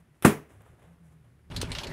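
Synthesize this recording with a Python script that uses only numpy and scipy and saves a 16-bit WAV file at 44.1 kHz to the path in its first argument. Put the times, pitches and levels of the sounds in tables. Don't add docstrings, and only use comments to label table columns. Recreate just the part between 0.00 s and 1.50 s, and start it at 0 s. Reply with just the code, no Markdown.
import sys
import numpy as np
from scipy import signal
from scipy.fft import rfft, irfft
from scipy.io import wavfile

SR = 44100
rng = np.random.default_rng(int(sys.argv[2]) if len(sys.argv) > 2 else 0)


def voltage_ratio(level):
    return 10 ** (np.asarray(level, float) / 20)


def wrap_up_sound(samples):
    columns = np.atleast_2d(samples).T
    tamed = np.clip(columns, -1, 1)
    steps = np.round(tamed * 32767).astype(np.int16)
    wavfile.write(sys.argv[1], SR, steps)


N = 66150
TIME_S = np.arange(N) / SR
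FREQ_HZ = np.arange(N // 2 + 1) * SR / N
BURST_S, TEAR_S = .2468, .0035


def rms_one(x):
    return x / np.sqrt(np.mean(x ** 2) + 1e-20)


def white():
    return rng.standard_normal(N)


def butter(x, order, hz, kind):
    return signal.sosfilt(signal.butter(order, hz, kind, fs=SR, output="sos"), x)


def at_hz(points, hz):
    point_hz, value = np.transpose(points)
    return np.interp(np.log(np.maximum(hz, 1)), np.log(point_hz), value)


def colour(x, spectrum, tilt_db=0):
    gain = rms_one(voltage_ratio(at_hz(spectrum, FREQ_HZ)))
    tilt = voltage_ratio(tilt_db * (FREQ_HZ > 5000))
    return irfft(rfft(x) * gain * tilt, N)


def swell(start_s, rise_s, t60_s):
    t = TIME_S - start_s
    rise = np.sin(np.pi / 2 * np.clip(t / max(rise_s, 1e-4), 0, 1)) ** 2
    return rise * voltage_ratio(-60 * np.maximum(t - rise_s, 0) / t60_s)


def puff(start_s, hz, t60_s):
    edges_hz = [hz * .7, min(hz * 1.16, 20000)]
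    noise = rms_one(butter(white(), 2, edges_hz, "band"))
    return swell(start_s, min(TEAR_S, t60_s / 20), t60_s) * noise


def sine(hz):
    return np.sqrt(2) * np.sin(2 * np.pi * np.cumsum(hz) / SR)


def shop():
    # hz, level_db_per_hz
    air_spectrum = [(150, -8.5), (245, -6), (450, -17.5), (1900, -21), (4400, -33.5), (7500, -36.5),
                    (10500, -31.5), (16000, -44.5)]
    # hz, level_db_per_hz
    rumble_spectrum = [(25, -10), (45, -6.5), (72, -1), (95, -4.5), (120, -1), (170, -4.5), (260, -15)]
    # time_s, level_db
    throb_levels = [(0, -60), (0.042, -65), (.09, -61), (.16, -80), (0.311, -54), (.41, -50.5), (.445, -65),
                    (0.502, -58.5), (.6, -58), (.66, -63), (.7, -54), (.74, -53.5), (.775, -71),
                    (0.832, -58), (.94, -62), (1.19, -60.5), (1.4, -61.5), (1.5, -56)]
    air_db, steady_db, rumble_db, hum_db = -67.5, -66.5, -2, -4.5
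    hum_hz, wander_hz = 73, 4

    s, db = np.transpose(throb_levels)
    throb = voltage_ratio(np.interp(TIME_S, s, db))
    low = rms_one(butter(colour(white(), rumble_spectrum), 4, 400, "low"))
    wander = np.interp(np.arange(N) / N, np.linspace(0, 1, 20), rng.standard_normal(20))
    hum = sine(hum_hz + wander_hz * wander)
    air = butter(colour(white(), air_spectrum), 2, 180, "high")
    steady = voltage_ratio(steady_db) * low[::-1]
    throbbing = throb * (voltage_ratio(rumble_db) * low + voltage_ratio(hum_db) * hum)
    return steady + throbbing + voltage_ratio(air_db) * air


def drone(contour):
    s, hz, db = np.transpose(contour)
    fade = np.clip(np.minimum(TIME_S - s[0], s[-1] - TIME_S) / 0.0089, 0, 1)
    return fade * voltage_ratio(np.interp(TIME_S, s, db)) * sine(np.interp(TIME_S, s, hz))


def drones():
    # time_s, pitch_hz, level_db
    early = [(0.0, 164, -49.5), (0.036, 166, -77), (0.072, 136, -84), (0.126, 139.4, -57.5),
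             (0.15, 140, -75)]
    # time_s, pitch_hz, level_db
    middle = [(.5, 108, -80), (.55, 101.1, -57), (.61, 101.5, -55), (.66, 112.4, -69.5), (.72, 117, -59),
              (.76, 117.6, -67), (.83, 114, -61)]
    # time_s, pitch_hz, level_db
    high = [(.85, 156.1, -64.5), (.9, 169.3, -52.5), (.945, 167.1, -56.5), (.975, 168.2, -73),
            (1.01, 170.6, -54), (1.09, 156.4, -58), (1.12, 155.3, -62.5), (1.16, 160, -55.5),
            (1.24, 149, -68)]
    # time_s, pitch_hz, level_db
    late_low = [(1.2, 129.2, -58), (1.25, 116, -61), (1.33, 118.3, -61), (1.37, 115.5, -81),
                (1.48, 124, -62.5)]
    return drone(early) + drone(middle) + drone(high) + drone(late_low)


def rustle():
    # start_s, level_db, rise_s, t60_s, brightness_db
    brushes = [(0, -62.5, 0.003, 0.067, 6), (.14, -73.5, 0.013, 0.98, 9.5), (0.483, -60, 0.023, 0.54, 6),
               (0.604, -60.5, 0.0022, 0.22, -4), (0.641, -63.5, 0.023, 0.71, 2.5),
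               (.78, -67, 0.019, 0.15, 2), (0.811, -62, 0.018, 0.56, 1), (.89, -76, 0.044, 0.082, 6),
               (1.019, -72, 0.047, 0.34, 12.5), (1.10, -73, 0.028, 0.14, 9), (1.24, -70, 0.0047, 0.34, 4.5),
               (1.391, -65, 0.0015, 0.052, -16)]
    # hz, level_db_per_hz
    skin_spectrum = [(150, -20.5), (250, -4.5), (550, 1), (1650, -7.5), (3600, -19.5), (4400, -33),
                     (10000, -23.5), (16000, -38)]
    grains_per_s, spread_db = 15000, 2.5

    grain_gain = voltage_ratio(spread_db * np.minimum(rng.exponential(1, N), 4))
    hits = rng.random(N) < grains_per_s / SR
    grains = rms_one(grain_gain * white() * hits) + white()
    out = np.zeros(N)
    for start_s, db, rise_s, t60_s, tilt_db in brushes:
        brush = colour(grains, skin_spectrum, tilt_db)
        out += voltage_ratio(db - 2.5) * swell(start_s, rise_s, t60_s) * brush
    return out


def ticks():
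    # start_s, level_db, centre_hz
    landings = [
        (0.145, -62, 2180),
        (.608, -68, 8500),
        (0.619, -60, 13000),
        (0.664, -53, 885),
        (0.827, -55, 1690),
    ]
    return sum(voltage_ratio(db) * puff(start_s, hz, 0.0085) for start_s, db, hz in landings)


def prick():
    # hz, level_db_per_hz
    leak_spectrum = [(150, -6.5), (1200, -9), (3600, -14), (4500, -31), (5500, -22.5), (6900, -29),
                     (9500, -13.5), (16000, -24)]
    prick_s, tick_db, leak_db = .2238, -34, -38.5

    tick = swell(prick_s, 0.00021, .008) * colour(white(), leak_spectrum, 2.4)
    until_torn = TIME_S < BURST_S + TEAR_S
    leak = swell(prick_s, .0005, .2) * until_torn * colour(white(), leak_spectrum)
    return voltage_ratio(tick_db) * tick + voltage_ratio(leak_db) * leak


def air_pulses():
    # delay_s, level_db, length_s
    pulses = [
        (-.0005, -19, .0014),
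        (.0018, -11, .0016),
        (.0036, -12.5, .0011),
        (.0058, -11.5, .0011),
        (.0092, -12, .0011),
        (0.0133, -13.5, .0012),
    ]
    out = np.zeros(N)
    for delay_s, db, length_s in pulses:
        phase = np.clip((TIME_S - BURST_S - delay_s) / length_s, 0, 1)
        out -= voltage_ratio(db) * np.sin(2 * np.pi * phase)
    return out


def ring(x, hz, t60_s):
    r, w = voltage_ratio(-60 / (t60_s * SR)), 2 * np.pi * hz / SR
    return signal.lfilter([0, np.sin(w)], [1, -2 * r * np.cos(w), r * r], x + 1e-18)


def balloon_pile():
    # hz, level_db, t60_s
    air_modes = [(102, -20.5, 0.2), (152.6, -14.5, 0.29), (178, -10, 0.16), (209.3, -7, 0.18),
                 (252.5, -5.5, 0.15), (318.8, -12.5, 0.26), (370.6, -11.5, 0.17), (410.4, -15.5, 0.29),
                 (450, -22, 0.33), (618, -23.5, 0.16), (827, -21, 0.11), (1033, -17.5, 0.1),
                 (1163, -11.5, .1), (1776, -21.5, .1)]
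    shock_s, pile_db = .0030, -5.5

    click = np.zeros(N)
    click[int((BURST_S + shock_s) * SR)] = 1
    return sum(voltage_ratio(db + pile_db) * ring(click, hz, t60_s) for hz, db, t60_s in air_modes)


def room_bang():
    # hz, level_db_per_hz
    bang_spectrum = [(60, -20.5), (256, -1), (680, -16), (2400, -17.5), (4300, -33.5), (5700, -33),
                     (9500, -26.5), (16000, -35.5)]
    # hz, t60_s
    room_t60 = [(80, .28), (180, .26), (350, .25), (1000, 0.27), (3000, 0.21), (5700, .25), (8000, .2),
                (16000, 0.24)]
    bang_db, late_db, late_top_db, late_t60_s = -14.5, -57, -7, 1.4

    noise = rfft(colour(white(), bang_spectrum))
    octave = np.log2(FREQ_HZ + SR / N)
    out = np.zeros(N)
    for centre in np.arange(5, 15, .5):
        band = irfft(noise * np.clip(1 - 2 * abs(octave - centre), 0, 1), N)
        early = voltage_ratio(bang_db) * swell(BURST_S, TEAR_S, at_hz(room_t60, 2. 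** centre))
        late = voltage_ratio(late_db + late_top_db * (centre > 11.5)) * swell(BURST_S, 0.039, late_t60_s)
        out += band * (early + late)
    return out


def rubber_crack():
    crack = voltage_ratio(-18) * puff(BURST_S, 1720, 0.082)
    snap = voltage_ratio(-23) * puff(BURST_S + 0.0026, 10000, 0.061)
    return crack + snap


def burst():
    return butter(air_pulses() + balloon_pile() + room_bang() + rubber_crack(), 3, 79, "high")


def scene():
    return (shop() + drones() + rustle() + ticks() + prick() + burst())[None]


def top_cut(x):
    return signal.sosfilt(signal.butter(12, 16830, fs=SR, output="sos"), x)


def record(dry):
    x = butter(dry, 2, 45, "high")
    x = 1.5 * np.tanh(x / 1.5)
    x = signal.sosfilt(signal.ellip(10, .5, 35, 15700, fs=SR, output="sos"), x)
    return top_cut(x)


dry = scene()
out = record(dry)
wrap_up_sound(out)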